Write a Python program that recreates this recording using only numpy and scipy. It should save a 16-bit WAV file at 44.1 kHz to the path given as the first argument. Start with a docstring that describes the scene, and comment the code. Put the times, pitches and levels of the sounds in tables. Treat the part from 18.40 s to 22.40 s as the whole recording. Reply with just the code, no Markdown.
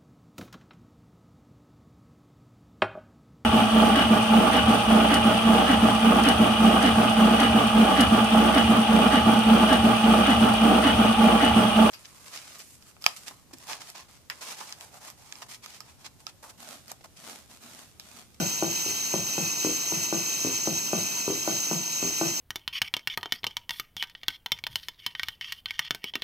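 """In a workshop, a steam shrink tunnel is running.
Steam hisses steadily from its nozzles and sings in narrow bands of pitch, over a soft machine rumble.
The conveyor knocks in an uneven round of two sharp knocks and one dull thud, and each blow
booms in the sheet-steel housing and echoes off the walls.
A close pair of microphones spreads the hiss wide."""
import sys
import numpy as np
from scipy import signal
from scipy.fft import rfft, irfft
from scipy.io import wavfile

SR = 44100
rng = np.random.default_rng(int(sys.argv[2]) if len(sys.argv) > 2 else 0)


def transcribe(u):
    """Save the signal u as a 16-bit wav file named by the first command-line argument.

    u: samples, shape (n,) or (channels, n), limited to [-1, 1]; the rate is SR.
    q: integer samples, one column per channel.
    """
    v = np.clip(np.atleast_2d(u).T, -1, 1)
    q = np.round(v * 32767).astype(np.int16)
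    wavfile.write(sys.argv[1], SR, q)


N = 176400
HEAD_START_S = 0.1   # lets a knock land just before the scene opens


def from_db(db):
    """Turns decibels into a gain to multiply by."""
    return 10 ** (np.asarray(db) / 20)


def frequencies():
    """The pitch in Hz of each slot in a full-length spectrum."""
    return np.maximum(np.arange(N // 2 + 1) * SR / N, 1)


def at_hz(points, hz, **ends):
    """Reads a table between its rows, on a musical (log) pitch scale."""
    pitches, values = np.transpose(points)
    return np.interp(np.log(hz), np.log(pitches), values, **ends)


def in_time(points):
    """Reads a curve at every sample."""
    return np.interp(np.arange(N) / SR, *np.transpose(points))


def drift(rate_hz):
    """A smooth random wobble, typically of size 1."""
    step, warm_up = 40, 2000
    memory = np.exp(-2 * np.pi * rate_hz * step / SR)
    jitter = rng.standard_normal(N // step + warm_up + 2)
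    slow = signal.lfilter([1], [1, -2 * memory, memory ** 2], jitter)[warm_up:]
    return np.interp(np.arange(N) / step, np.arange(len(slow)), slow / slow.std())


def stereo_white(likeness):
    """Spectra of left and right white noise: likeness 0 is unrelated, 1 is identical."""
    mid, side = rfft(rng.standard_normal((2, N)))
    return np.sqrt((1 + likeness) / 2) * mid + np.sqrt((1 - likeness) / 2) * side * [[1], [-1]]


def noise(gain, likeness):
    """Stereo noise, shaped by a gain for each pitch."""
    return irfft(stereo_white(likeness) * gain, N) * np.sqrt(SR / 2)


def resonance(hz, width_hz, db):
    """A gain that peaks at one pitch and falls steeply on both sides."""
    return from_db(db) / (1 + (1.3 * (frequencies() - hz) / width_hz) ** 2)


# How strong the hiss is from low to high: pitch_hz, level_db
HISS_SHAPE = [(800, -83), (1500, -77), (2900, -72), (3400, -80), (4400, -70.5), (4900, -75.1),
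              (5500, -81.5), (5800, -73.5), (6700, -64.5), (7200, -71), (7900, -72.3), (8250, -82.5),
              (8700, -74), (9200, -82.5), (10050, -87.5), (10500, -85.5), (10950, -90), (11450, -76),
              (13300, -75), (15400, -79)]
# How alike the hiss is on the left and right: pitch_hz, likeness (0 to 1)
HISS_LIKENESS = [(1000, 1), (1700, 0.58), (3000, 1), (6300, 1), (9000, 1), (13000, 0.5)]

def hiss(trim_db=-0.5):
    """Steam rushes out of the nozzles as a broad, bright noise."""
    hz = frequencies()
    gain = from_db(trim_db + at_hz(HISS_SHAPE, hz, left=-np.inf))
    return noise(gain, at_hz(HISS_LIKENESS, hz))


# The narrow bands the steam sings in: pitch_hz, width_hz, level_db
STEAM_NOTES = [(2023, 32, -70), (3187, 69, -66), (3910, 85, -66.5), (5090, 69, -66), (5745, 186, -60.5),
               (6052, 33, -57), (6290, 108, -60), (6409, 55, -55), (6620, 26, -60.5), (6620, 25, -60),
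               (7710, 85, -71), (9670, 204, -75.5)]

def singing(trim_db=-0.5, waver_db=0.54):
    """The steam resonates in breathy notes, each wavering on its own."""
    notes = 0
    for hz, width_hz, db in STEAM_NOTES:
        note = noise(resonance(hz, width_hz, db + trim_db), likeness=1)
        notes += note * from_db(waver_db * drift(rate_hz=21))
    return notes


# How one low steam note swells and fades: time_s, level_db
NOTE_SWELLS = [(0, -2), (.5, 3), (.68, -1), (1.03, 5.5), (1.45, -2), (1.82, 4), (2.25, 0.5), (2.68, 6),
               (2.95, -0.5), (3.45, -1), (3.82, 4.5), (4, -2)]

def swelling_note():
    """One more steam resonance grows louder and softer in slow waves."""
    note = noise(resonance(hz=2570, width_hz=73, db=-67.5), likeness=1)
    return note * from_db(in_time(NOTE_SWELLS))


# How the flow of steam rises and falls: time_s, level_db
STEAM_FLOW = [(0, 0), (.45, 1), (.68, -0.8), (1.22, 1), (2.25, -0.63), (2.8, -0.3), (2.95, -1.3),
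              (3.25, .5), (3.4, -2.1), (3.7, -0.65), (4, 0.5)]

def steam(flutter_db=0.87):
    """Unsteady flow makes the hiss and all its notes flutter together."""
    sound = hiss() + singing() + swelling_note()
    return sound * from_db(in_time(STEAM_FLOW) + flutter_db * drift(rate_hz=10))


# How strong the rumble is from low to high: pitch_hz, level_db
RUMBLE_SHAPE = [(15, -108), (35, -101), (70, -91), (130, -75.5), (330, -72.5), (520, -80.5), (1000, -80.5),
                (1400, -91.5), (2000, -100)]
# The narrow bands the machine hums in: pitch_hz, width_hz, level_db
RUMBLE_NOTES = [(678, 21, -73.5), (964, 20, -70), (1165, 20, -78)]

def rumble():
    """The running machine makes a steady low noise with a few resonances."""
    broad_power = from_db(at_hz(RUMBLE_SHAPE, frequencies(), right=-np.inf)) ** 2
    note_power = sum(resonance(*row) ** 2 for row in RUMBLE_NOTES)
    return noise(np.sqrt(broad_power + note_power), likeness=0.81)


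def fade(t, fade_s):
    """Dies away by 60 dB in fade_s seconds."""
    return np.exp(-np.log(1000) * t / fade_s)


def housing_ring(notes, strength_db, scatter_db=0.9, rattle_db=-6.5):
    """A blow makes the steel housing ring and its panels rattle; weaker blows are duller."""
    t = np.arange(SR // 2) / SR
    ring = 0
    for hz, db, fade_s in notes:
        sensitivity = 1 + 0.38 * np.log2(hz / 740)   # high notes depend more on the blow's strength
        level = from_db(db + sensitivity * strength_db + scatter_db * rng.standard_normal())
        ring -= level * fade(t, fade_s) * np.cos(2 * np.pi * hz * t)
    chatter = rng.standard_normal(len(t)) * fade(t, fade_s=0.098)
    rattle = signal.fftconvolve(ring, chatter / np.linalg.norm(chatter))[:len(t)]
    radiate_above_hz, contact_hz = 91, 1300
    band = signal.butter(4, [radiate_above_hz, contact_hz], "band", fs=SR, output="sos")
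    return signal.sosfilt(band, ring + from_db(rattle_db) * rattle)


def cross_steel(sound, longest_s=0.058, corner_hz=200, steepness=6.04):
    """Low notes travel through steel more slowly than high ones, so the blow sinks in pitch."""
    hz = np.arange(SR // 2 + 1)
    delay_s = longest_s / (1 + (hz / corner_hz) ** steepness)
    phase = -2 * np.pi * np.cumsum(delay_s)
    return irfft(rfft(sound, SR) * np.exp(1j * phase), SR)[:len(sound)]


# The notes a sharp knock rings with: pitch_hz, level_db, fade_s
KNOCK_NOTES = [(135, -44.5, 0.21), (179.6, -21, 0.067), (225, -30.5, 0.084), (326.4, -17.5, 0.046),
               (432, -32.5, 0.054), (535, -23.5, 0.049), (635, -28, 0.047), (770, -31, 0.071),
               (926, -48, 0.11), (1180, -36.5, 0.1), (1475, -20.5, 0.029)]

def knock(strength_db, direct_share=0.39):
    """A sharp blow, heard partly at once and partly after crossing the steel panels."""
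    ring = housing_ring(KNOCK_NOTES, strength_db)
    return direct_share * ring + (1 - direct_share) * cross_steel(ring)


# The notes a dull thud rings with: pitch_hz, level_db, fade_s
THUD_NOTES = [(83.5, -42.5, .2), (124, -40, 0.18), (182.5, -36, 0.14), (266, -26, 0.07),
              (313.7, -23.5, 0.12), (382, -27, 0.076), (484, -36.5, 0.1), (570, -55, 0.12),
              (905, -35, 0.046), (1154, -36, 0.062)]

def thud(strength_db, bounce_s=0.023, bounce_db=-4.5):
    """A dull blow that bounces and lands once more, softer."""
    bounce = housing_ring(THUD_NOTES, strength_db) * from_db(bounce_db)
    late_bounce = np.pad(bounce, (int(bounce_s * SR), 0))[:len(bounce)]
    return housing_ring(THUD_NOTES, strength_db) + late_bounce


# When and how hard the sharp knocks land: start_s, strength_db
KNOCKS = [(-.024, 2.5), (0.2247, -0.5), (0.7398, -7.5), (0.9802, -9.5), (1.5219, -14.5), (1.7262, -3.5),
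          (2.2739, -6.5), (2.5318, -1.5), (3.0765, -2), (3.313, -5.5), (3.8127, 0.5)]
# When and how hard the dull thuds land: start_s, strength_db
THUDS = [(.4622, -25), (1.2475, -1), (2.0479, -9), (2.879, -3.5), (3.6274, -9.5)]

def conveyor():
    """The conveyor mechanism knocks and thuds, on a track with a head start."""
    track = np.zeros(N + SR)
    for blows, strike in ((KNOCKS, knock), (THUDS, thud)):
        for start_s, strength_db in blows:
            sound = strike(strength_db)
            start = int((start_s + HEAD_START_S) * SR)
            track[start:start + len(sound)] += sound
    return track


# Echoes from nearby walls: delay_s, level_db
WALL_ECHOES = [(.0185, -9.5), (.0455, -17), (0.056, -15), (.083, -25.5)]

def workshop(track, tail_db=-5.5, build_s=0.0033):
    """The walls add a few echoes and a smooth fading tail; the head start is cut off."""
    t = np.arange(SR) / SR
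    wash = irfft(stereo_white(likeness=0.27), N)[:, :SR]
    tail = wash * fade(t, fade_s=0.46) * (1 - np.exp(-t / build_s))
    room = from_db(tail_db) * tail / np.sqrt(np.sum(tail ** 2) / 2)
    room[:, 0] += 1   # the sound that arrives directly
    for delay_s, db in WALL_ECHOES:
        room[:, int(delay_s * SR)] += from_db(db)
    start = int(HEAD_START_S * SR)
    return signal.fftconvolve(track[None], room, axes=1)[:, start:start + N]


def scene():
    """Steam and rumble, with the knocking conveyor a little to the left."""
    pan_db = 1.4
    return steam() + rumble() + workshop(conveyor()) * from_db([[pan_db], [-pan_db]])


def record(dry):
    """The left microphone lags a little, and its treble is flipped over; the very top is cut on both."""
    bass_lag_s, treble_lag_s = 0.00012, 0.000562
    widen_above_hz, cutoff_hz = 1450, 15550
    hz = frequencies()
    left, right = rfft(dry)
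    treble = (1 + np.tanh((hz - widen_above_hz) / 80)) / 2   # 0 in the bass, 1 in the treble
    bass_phase = -2 * np.pi * hz * bass_lag_s
    treble_phase = np.pi - 2 * np.pi * hz * treble_lag_s
    left *= np.exp(1j * ((1 - treble) * bass_phase + treble * treble_phase))
    low_pass = 1 / np.sqrt(1 + (hz / cutoff_hz) ** 400)
    return irfft(np.array([left, right]) * low_pass, N)


dry = scene()
out = record(dry)
transcribe(out)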